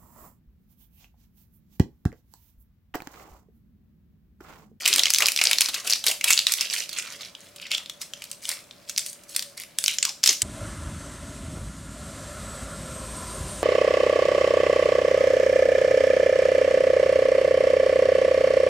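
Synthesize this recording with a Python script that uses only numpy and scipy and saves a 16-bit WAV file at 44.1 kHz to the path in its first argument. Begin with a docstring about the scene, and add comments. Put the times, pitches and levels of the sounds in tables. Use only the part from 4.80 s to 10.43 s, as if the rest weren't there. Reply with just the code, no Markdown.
"""A crinkle of plastic film comes first, over a faint appliance hum; sharp snaps follow at once.
Tight wrap is being peeled and torn off a hollow ball, close by in a small room.
Tiny damped rings make the crinkle and tearing fizz; hard pulls also sound the ball's shell.
Creases snap as short coloured clicks; finger rubs and one bright rip are gliding bands of noise.
The hands scatter the clicks and crinkle, and the room answers with a soft noise tail."""
import sys
import numpy as np
from scipy import signal
from scipy.fft import rfft, irfft, next_fast_len
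from scipy.io import wavfile
from scipy.ndimage import uniform_filter1d, minimum_filter1d, map_coordinates

SR = 44100
rng = np.random.default_rng(int(sys.argv[2]) if len(sys.argv) > 2 else 0)


def store_wav(level_fs):
    """Save 16-bit WAV to argv[1]."""
    pcm = np.round(np.clip(np.atleast_2d(level_fs), -1, 1) * 32767)
    wavfile.write(sys.argv[1], SR, pcm.T.astype(np.int16))


N = 248283

# still air of the room: pitch_hz, gain_db
AIR_COLOUR = [(20, -20), (50, -5.5), (90, -4.5), (150, -1), (240, -0.5), (320, -4), (480, -6.5), (590, 1),
              (780, -11), (1500, -10.5), (4000, -16), (9000, -20), (16000, -24)]
# tones of the appliance hum, before wobble and overall trim: pitch_hz, level_db
HUM_TONES = [(118.4, -80), (188.4, -75.5), (248, -81.5), (570.6, -65.5)]
# tugs on the film, before each layer's trim:
# start_s, held_s, crinkle_db, fizz_db (relative to crinkle), shell_db (relative to crinkle)
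FILM_TUGS = [(0.0, 0.024, -37, -4.5, -9.5), (0.036, .02, -32, -13, -17), (.06, .14, -28, -5.5, -12.5),
             (.23, 0.056, -31.5, -13, -21), (.34, 0.06, -34.5, -8, -21), (.405, 0.062, -32, -15, -6.5),
             (.47, .025, -32.5, -1, -14), (.57, .05, -33, -3, -19), (.62, 0.12, -28.5, -7, -13),
             (.81, 0.051, -32.5, -8, -13.5), (.94, 0.048, -34.5, -6, -11.5), (1.049, .02, -38.5, 2.5, -5),
             (1.075, 0.067, -32.5, -11, -16), (1.266, 0.026, -24.5, -2.5, -14),
             (1.444, .03, -31.5, -12, -10.5), (1.48, 0.046, -24, -0.5, -21), (1.54, 0.065, -31.5, -8, -22),
             (1.673, 0.044, -30.5, -4.5, -18), (1.78, 0.076, -32.5, -8, -17), (1.91, 0.1, -31, -3.5, -17.5),
             (2.11, 0.065, -42, -6, -11), (2.17, 0.022, -31.5, -8, -14.5), (2.231, 0.11, -40.5, -9, -11.5),
             (2.398, 0.068, -42.5, -9, -11.5), (2.59, 0.094, -55, 0, -12), (2.79, 0.092, -45, -16, -13),
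             (2.916, 0.026, -32, -6, -18.5), (2.98, 0.031, -47, -15, -5), (3.213, 0.0087, -42.5, 1, -14),
             (3.34, 0.13, -51.5, -7, -16.5), (3.5, 0.036, -53, 1, -8), (3.63, 0.077, -45, 3.5, -23),
             (3.688, 0.03, -33.5, -2.5, -14.5), (3.74, 0.041, -45.5, -8, -12),
             (4.085, 0.012, -44.5, 0, -25), (4.18, 0.013, -38.5, -3, -18), (4.264, 0.025, -49.5, 13, -14),
             (4.49, .06, -53.5, 9.5, -16), (4.565, 0.056, -47, -10, -15), (4.779, 0.026, -40.5, 1.5, -17),
             (4.99, 0.1, -46.5, 5.5, -26), (5.08, 0.049, -34, -2.5, -36), (5.24, 0.033, -35, -11, -30),
             (5.44, .045, -30.5, -5, -25), (5.492, 0.0068, -25.5, -5, -13.5), (5.615, .015, -37, -11, -14)]
# film merely held, before each layer's trim: crinkle_db, fizz_db, shell_db (one value each)
RESTING_LEVELS = [-62, -66.5, -67.5]
# colour of the film's crinkle: pitch_hz, gain_db
CRINKLE_COLOUR = [(120, -69), (500, -57), (1400, -11), (2000, -0.5), (2500, 2), (3500, 2), (5200, 3.5),
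                  (7000, -0.5), (9000, -15), (16000, -24)]
# colour of the tearing fizz: pitch_hz, gain_db
FIZZ_COLOUR = [(100, -78), (3000, -12), (6000, -6.5), (8000, -3.5), (11000, -6), (16000, -12)]
# resonances of the ball in the cupped hand: pitch_hz, width_hz, level_db (relative)
SHELL_MODES = [(384, 480, -6.5), (697, 690, -3), (1047, 200, 1), (1490, 500, -1)]
# how long the room rings: pitch_hz, t60_s (time to fall 60 dB)
ROOM_DECAY = [(300, 0.37), (2000, 0.28), (5500, 0.33), (14000, 0.36)]
# single creases snapping, from loud snaps to faint lone ticks:
# start_s, level_db (over 5 ms, before the parts are summed),
# facet_pitch_hz, treble_crack_db (relative to level), t60_s (time to fall 60 dB)
CREASE_SNAPS = [(.056, -20, 2580, -9, 0.014), (.0601, -14.5, 2600, -7.5, 0.017),
                (.0769, -20, 7000, 4, 0.037), (.129, -15.5, 4040, -20, 0.0088),
                (.1376, -16, 5540, -6, 0.021), (.161, -21, 8500, 1.5, 0.013),
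                (.183, -21.5, 2600, -2, 0.012), (.1941, -12, 3500, -9, 0.022),
                (.2349, -14, 5100, -12, .016), (.2564, -14.5, 3300, -20, 0.018),
                (.268, -21.5, 2430, -12, 0.023), (.3039, -17.5, 5160, -2.5, 0.024),
                (.337, -14, 6100, -2.5, 0.0095), (.3468, -14, 5640, -8, 0.0063),
                (.3606, -20, 4400, -18, .011), (.385, -17, 5230, -3.5, .019), (.4051, -20, 2070, -2, 0.032),
                (.4218, -14, 2650, -10, 0.045), (.4584, -14.5, 4500, -10, 0.015),
                (.4849, -16, 2500, -3.5, 0.021), (.4683, -24.5, 5140, 5, 0.0074),
                (.5197, -26, 5200, 1, .013), (.5628, -20, 4830, -9, 0.0084),
                (.5756, -21, 3680, -19, 0.0071), (.5897, -19, 2550, -21, .021),
                (.6142, -13.5, 2500, -16, 0.028), (.6388, -19.5, 8600, 0.5, 0.021),
                (.6534, -16.5, 4930, -13, 0.021), (.671, -12.5, 4630, -19, 0.0081),
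                (.7125, -16.5, 2380, -4, 0.022), (.7316, -16, 3120, -6, 0.014),
                (.7849, -15.5, 4670, -11, .015), (.808, -16, 3200, 2.5, 0.018),
                (.817, -15, 4840, -8, 0.025), (.8595, -22, 5200, -17, .015),
                (.8864, -22, 3950, -7.5, 0.067), (.9431, -21.5, 4600, -6.5, 0.045),
                (1.0743, -24.5, 3100, 0, 0.031), (1.098, -21.5, 5500, -0.5, 0.042),
                (1.1068, -19.5, 5360, -9, 0.02), (1.125, -15.5, 4470, -16, 0.032),
                (1.1353, -15, 4940, -9, 0.0024), (1.2402, -26, 3500, -1.5, .041),
                (1.2659, -19.5, 4400, 1, 0.039), (1.3132, -23, 2600, -0.5, 0.03),
                (1.411, -24.5, 2350, -10, .019), (1.442, -18.5, 3100, 2, 0.027),
                (1.505, -14, 2360, -0.5, 0.033), (1.528, -18.5, 6200, -14, .006),
                (1.5325, -13.5, 6800, -13, .011), (1.577, -15, 4400, -21, 0.011),
                (1.5909, -14.5, 4140, -12.5, 0.013), (1.6683, -13, 4100, -13, 0.017),
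                (1.7382, -22, 5000, 1.5, 0.0091), (1.8099, -17.5, 5300, -11, 0.019),
                (1.854, -31, 4530, -25, .017), (1.9, -26.5, 4800, -22, 0.017),
                (1.9357, -27, 4300, 0, 0.045), (2.0924, -31.5, 4350, -5.5, 0.032),
                (2.186, -23.5, 7160, -19, 0.034), (2.409, -35, 4100, -12, 0.048),
                (2.449, -38, 4860, -14, .029), (2.5504, -35.5, 3250, -30, 0.018),
                (2.761, -42, 3320, -0.5, 0.054), (2.9162, -21, 3230, -12, 0.014),
                (2.9484, -21.5, 3430, -27, 0.013), (2.9807, -27, 3080, -11, 0.012),
                (3.06, -36, 3770, -14, .013), (3.0973, -29.5, 3450, -9.5, 0.021),
                (3.215, -31.5, 5350, 0, 0.055), (3.3359, -30, 3100, -15, 0.017),
                (3.4205, -34.5, 2590, -6, 0.029), (3.4405, -40, 3930, 3.5, 0.016),
                (3.5145, -31.5, 8050, -2, 0.017), (3.6535, -29.5, 3200, -9, 0.018),
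                (3.6911, -22.5, 9100, -5, 0.016), (3.91, -39, 3430, -26, 0.02),
                (4.096, -27.5, 6700, -4, 0.031), (4.163, -30.5, 4850, -14.5, .007),
                (4.1777, -20, 5670, -6, 0.0083), (4.1818, -21.5, 5040, 0, 0.006),
                (4.1922, -26.5, 7900, -9, 0.029), (4.263, -33.5, 8060, 0.5, 0.018),
                (4.3306, -45.5, 6400, 6.5, 0.013), (4.436, -49, 6860, -1, 0.028),
                (4.5482, -33, 4420, -6, 0.041), (4.5633, -24.5, 4500, 6, .022),
                (4.594, -24.5, 4940, -6.5, 0.0072), (4.6244, -29.5, 3900, -4, 0.019),
                (4.8363, -39.5, 2060, -6, 0.016), (4.9866, -19, 8500, -7, 0.013),
                (5.04, -22, 4660, 0.5, 0.016), (5.0615, -18, 5400, -16, 0.0052),
                (5.081, -14, 3100, -10, 0.0083), (5.1853, -19, 6500, -16, 0.013),
                (5.2276, -15, 7140, -27, .021), (5.2519, -18.5, 5400, -5.5, 0.015),
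                (5.2927, -25.5, 5250, -11, 0.033), (5.4328, -25, 5300, -19, 0.0074),
                (5.4377, -12, 5250, -9.5, 0.029), (5.4606, -15.5, 5070, -4, 0.024),
                (5.4752, -9, 5340, -6, .016), (5.4919, -10, 6200, -22.5, 0.03),
                (5.6192, -15.5, 8100, -8, 0.015)]
# film flexing around a crease: pitch_hz, gain_db
FLEX_COLOUR = [(100, -84), (500, -54), (1300, -17), (2300, -0.5), (3500, 1.5), (5500, 3.5), (7500, -2),
               (10000, -18), (16000, -23)]
# treble crack of a crease: pitch_hz, gain_db
CRACK_COLOUR = [(100, -81), (2000, -9.5), (6000, -7), (8000, -2), (12000, -7), (16000, -15.5), (19000, -50)]
# a crease's knock on the shell: pitch_hz, gain_db
KNOCK_COLOUR = [(60, -33), (250, -12), (450, -16.5), (750, -7.5), (1150, -4), (1700, -2.5), (3000, -27)]
# fingers sliding on the ball, and one short bright rip of the film (1.472 s), as gliding bands of noise:
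# start_s, length_s, from_hz, to_hz, level_db
RUBS_AND_RIP = [(.095, .095, 390, 260, -49), (.395, .07, 1300, 900, -37.5), (.41, .045, 620, 470, -42),
                (1.262, .06, 430, 340, -49), (1.472, .036, 3100, 2600, -28), (2.82, .06, 3400, 2100, -43),
                (2.908, .05, 2600, 3300, -30), (5.078, .07, 2700, 2550, -35),
                (5.232, .085, 1750, 750, -43.5), (5.483, .045, 400, 320, -46)]
# the ball is briefly held off to one side: time_s, left_minus_right_db
BALL_POSITION = [(1.58, 0.1), (1.67, -1.5), (2.1, -3), (2.5, -1.5), (2.9, 0.1)]

GRIP_S, SLACK_DB_PER_S = 0.014, 323  # a tug swells just before its start, then dies as the film slackens
FACET_HZ, SNAP_T60_S = 4600, 0.027  # a typical crease
# knock relative to the crease's level; longer rips and bigger (lower) facets knock harder
KNOCK_DB, KNOCK_DB_PER_DOUBLING = -21.5, 6
TOP_HZ = 16100  # nothing above this is kept


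def amp(db):
    """Turn decibels into a gain."""
    return 10 ** (np.asarray(db) / 20)


def unit(x):
    """Scale a sound to an average (rms) level of 1."""
    return x / np.sqrt(np.mean(x ** 2) + 1e-20)


def pulse(x):
    """Scale a short sound to a total energy of 1."""
    return x / (np.linalg.norm(x, axis=-1, keepdims=True) + 1e-12)


def along(points, hz):
    """Read a value between (Hz, value) points, on a log pitch axis."""
    f, v = np.transpose(points)
    return np.interp(np.log(hz + 1), np.log(f), v)


def colour(points):
    """Make a gain function of frequency from (Hz, dB) points."""
    return lambda hz: amp(along(points, hz))


def wobble(rate):
    """Draw a smooth random curve through a given number of random points a second."""
    knots = rng.standard_normal(int(N * rate / SR) + 4)
    return map_coordinates(knots, [np.arange(N) * rate / SR])


def filtered(x, response):
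    """Multiply the spectrum of a sound by a response, which may be complex."""
    m = next_fast_len(N + SR // 2)
    spectrum = rfft(x, m) * response(np.fft.rfftfreq(m, 1 / SR))
    return irfft(spectrum, m)[..., :N]


def coloured(x, gain, size=1024):
    """Colour a sound with a minimum-phase filter, which never rings early and so keeps attacks sharp."""
    cepstrum = irfft(np.log(gain(np.fft.rfftfreq(size, 1 / SR)) + 1e-7))
    # folding the cepstrum forward in time gives minimum phase
    cepstrum[1:size // 2] *= 2
    cepstrum[size // 2 + 1:] = 0
    return signal.fftconvolve(x, irfft(np.exp(rfft(cepstrum))))[:len(x)]


def add(track, s, sound):
    """Mix a sound into a track at time s."""
    part = track[..., max(round(s * SR), 0):][..., :sound.shape[-1]]
    part += sound[..., :part.shape[-1]]


def scattered(x, echo_db, t60, width, size=1000):
    """Follow a sound with small after-slips and reflections off ball and hands, different on each side."""
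    t = np.arange(size) / SR
    fading = amp(-60 * t / t60) * (t > 1e-4)
    mid, side = pulse(rng.laplace(size=(2, size)) * fading)
    paths = amp(echo_db) * np.array([mid + width * side, mid - width * side])
    paths[:, 0] = 1  # the direct sound
    heard = signal.fftconvolve(x[None], paths, axes=1)
    # the middle of the result keeps the energy of the input
    return heard * np.linalg.norm(x) / (np.linalg.norm(heard.mean(axis=0)) + 1e-12)


def background(air_db=-55.0, hum_db=-1):
    """Room air is coloured noise, wide except in the bass; the appliance hum is a few unsteady tones."""
    width = [(30, -16), (70, -12), (150, -10.0), (600, -4.5), (2000, -5.0), (10000, 0)]  # (Hz, side dB)
    mid, side = filtered(rng.standard_normal((2, N)), colour(AIR_COLOUR))
    side = filtered(side, colour(width))
    air = unit(np.array([mid + side, mid - side]))
    hum = np.zeros(N)
    for hz, db in HUM_TONES:
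        level = amp(db + 3.9 * wobble(15))
        turns = np.cumsum(hz + 6 * wobble(25)) / SR
        hum += level * np.sin(2 * np.pi * turns)
    return amp(air_db) * air + amp(hum_db) * np.sqrt(2) * hum


def pull():
    """Each tug grips, holds and slackens, setting the gains of crinkle, fizz and shell over time."""
    t = np.arange(N) / SR
    gains = amp(RESTING_LEVELS)[:, None] * np.ones(N)
    for s, held, db, fizz_db, shell_db in FILM_TUGS:
        grip = np.clip(1 + (t - s) / GRIP_S, 0, 1)
        slack = amp(-SLACK_DB_PER_S * np.clip(t - s - held, 0, 1))
        levels = amp([db, db + fizz_db, db + shell_db])[:, None]
        gains = np.maximum(gains, levels * grip * slack)  # the strongest tug wins
    return gains


def buckles(rate, hz, spread, cycles, size_db, size=160):
    """Many tiny buckles ring and die, very uneven in size, with a steady mean level."""
    count = int(rate * N / SR)
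    when, strength, tone = rng.uniform(2e-4, .9998, (count, 3)).T
    pitch = np.clip(hz * (tone / (1 - tone)) ** spread, 200, .4 * SR)
    turns = pitch[:, None] * np.arange(size) / SR
    sizes = amp(-size_db * np.log(strength))[:, None]
    rings = sizes * np.sin(2 * np.pi * turns) * np.exp(-turns / cycles)
    places = (when * N).astype(int)[:, None] + np.arange(size)
    x = np.bincount(places.ravel(), rings.ravel(), N)[:N]
    power = uniform_filter1d(uniform_filter1d(x ** 2, size=900), size=700)
    return x / np.sqrt(np.abs(power) + 1e-6)


def shell_response(f):
    """The ball rings in a few broad resonances, and being small it gives off little bass."""
    modes = 0
    for k, (centre, width, db) in enumerate(SHELL_MODES):
        ring = 1j * f * width / (centre * centre - f * f + 1j * f * width)
        modes = modes + (-1) ** k * amp(db) * ring
    return modes * (1j * f / (1j * f + 250)) ** 2


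def peeling(crinkle, fizz, shell, crinkle_db=-1.5, fizz_db=-1, shell_db=-2, count=70):
    """The pulled film crinkles and fizzes, and jerks at the ball as it comes loose."""
    folds = buckles(rate=2000, hz=4000, spread=.3, cycles=1.1, size_db=4.6)
    tears = buckles(rate=3000, hz=9000, spread=.25, cycles=.9, size_db=4.5)
    jerks = buckles(rate=390, hz=1204, spread=0.37, cycles=0.83, size_db=1.5)
    film = amp(crinkle_db) * crinkle * unit(coloured(folds, colour(CRINKLE_COLOUR)))
    film += amp(fizz_db) * fizz * unit(coloured(tears, colour(FIZZ_COLOUR)))
    film += amp(shell_db) * shell * unit(filtered(jerks, shell_response))
    out = np.zeros((2, N))
    # the crinkle's colour changes a little from each short, equal stretch to the next
    for span in np.array_split(np.arange(N), count):
        add(out, span[0] / SR, scattered(film[span], echo_db=-4, t60=.013, width=.65))
    return out


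def room(x, side_db=-3, count=16):
    """The room answers with fading noise, a slightly different tail for each equal stretch."""
    out = np.zeros((2, N))
    starts = np.array_split(np.arange(N), count)
    pieces = np.array_split(x.mean(axis=0), count)
    for start, piece in zip(starts, pieces):
        hz, t, z = signal.stft(rng.standard_normal((2, SR // 2)), SR, nperseg=256)
        fading = amp(-60 * t / along(ROOM_DECAY, hz)[:, None])  # each pitch fades at its own pace
        mid, side = pulse(signal.istft(z * fading, SR, nperseg=256)[1])
        tail = np.array([mid + amp(side_db) * side, mid - amp(side_db) * side])
        add(out, start[0] / SR + .003, signal.fftconvolve(piece[None], tail, axes=1))
    return out


def pull_creases(crinkle, over_db=2, spread_db=3, pitch_spread=0.22, crack_db=-6, count=110):
    """More creases flip at random, about as strongly as the film is pulled; rows like CREASE_SNAPS."""
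    when = (np.arange(count) + rng.uniform(size=count)) / count
    strength, tone, treble, length = rng.standard_normal((count, 4)).T
    pull_db = 20 * np.log10(crinkle[(when * N).astype(int)])
    level_db = pull_db + over_db + spread_db * strength
    facet_hz = FACET_HZ * np.exp(pitch_spread * tone)
    t60 = SNAP_T60_S * np.exp(0.43 * length)
    return np.transpose([when * N / SR, level_db, facet_hz, crack_db + 5 * treble, t60])


def snaps(creases, facet_db=-2, flex_db=-4.5, crack_db=0.0, facet_width=0.15, size=700):
    """A crease flips: its facet rings a few cycles, film around it flexes and cracks, the shell knocks."""
    out = np.zeros((2, N))
    for s, db, hz, treble_db, t60 in creases:
        facet = lambda f: np.exp(-.5 * (np.log((f + 1) / hz) / facet_width) ** 2)
        doublings = np.log2(t60 / SNAP_T60_S * FACET_HZ / hz)
        parts = [(facet, facet_db),
                 (colour(FLEX_COLOUR), flex_db),
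                 (colour(CRACK_COLOUR), treble_db + crack_db),
                 (colour(KNOCK_COLOUR), KNOCK_DB + KNOCK_DB_PER_DOUBLING * doublings)]
        # the parts' energies add up into the colour of one sharp click
        blend = lambda f: np.linalg.norm([amp(level) * pulse(part(f)) for part, level in parts], axis=0)
        strength = np.linalg.norm([amp(level) for _, level in parts])
        click = strength * pulse(coloured(signal.unit_impulse(size), blend))
        slips_db = 14 * np.log10(t60 / .011)  # a long snap is a little rip, mostly after-slips
        snap = scattered(click, echo_db=slips_db, t60=t60, width=.5)
        add(out, s, amp(db) * np.sqrt(.005 * SR) * snap)
    return out


def rubs_and_rip(rise=0.55):
    """Uneven friction of fingers, and one short bright rip, are bands of noise that glide in pitch."""
    out = np.zeros(N)
    unevenness = amp(4.5 * wobble(260))
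    for s, length, from_hz, to_hz, db in RUBS_AND_RIP:
        u = np.linspace(0, 1, int(length * SR))
        turns = np.cumsum(from_hz * (to_hz / from_hz) ** u) / SR
        # two slower random curves turn a gliding tone into a band of noise
        a, b = [map_coordinates(rng.standard_normal(256), [turns * .45], mode="wrap") for _ in range(2)]
        band = a * np.sin(2 * np.pi * turns) + b * np.cos(2 * np.pi * turns)
        swell = np.sin(np.pi * u ** rise)
        add(out, s, amp(db) * unit(band * unevenness[int(s * SR):][:len(u)] * swell))
    return out


def placed(x, widening=0.22):
    """Two close microphone ports differ mostly in the treble, more so when the ball is off their axis."""
    # (Hz, side dB), before the widening
    width = [(300, -10), (1100, -13.5), (2800, -8), (5600, -4), (10000, .5), (14000, 4.5)]
    pan_db = np.interp(np.arange(N) / SR, *np.transpose(BALL_POSITION))
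    mid = (x[0] + x[1]) / 2
    side = filtered((x[0] - x[1]) / 2, colour(width)) * (1 + widening * np.abs(pan_db))
    return np.array([mid + side, mid - side]) * amp([pan_db / 2, -pan_db / 2])


def scene(room_db=-9):
    """Mix the wrapper close by, its echo and the quiet room."""
    crinkle, fizz, shell = pull()
    wrapper = peeling(crinkle, fizz, shell)
    wrapper = wrapper + snaps(pull_creases(crinkle)) + snaps(CREASE_SNAPS) + rubs_and_rip()
    return placed(wrapper + amp(room_db) * room(wrapper)) + background()


def record(dry):
    """A fast limiter holds the peaks at full scale, then everything above the band limit is removed."""
    needed = 1 / np.maximum(np.abs(dry).max(axis=0), 1)
    held = dry * uniform_filter1d(minimum_filter1d(needed, size=61), size=61)
    return filtered(held, lambda hz: hz < TOP_HZ)


dry = scene()
out = record(dry)
store_wav(out)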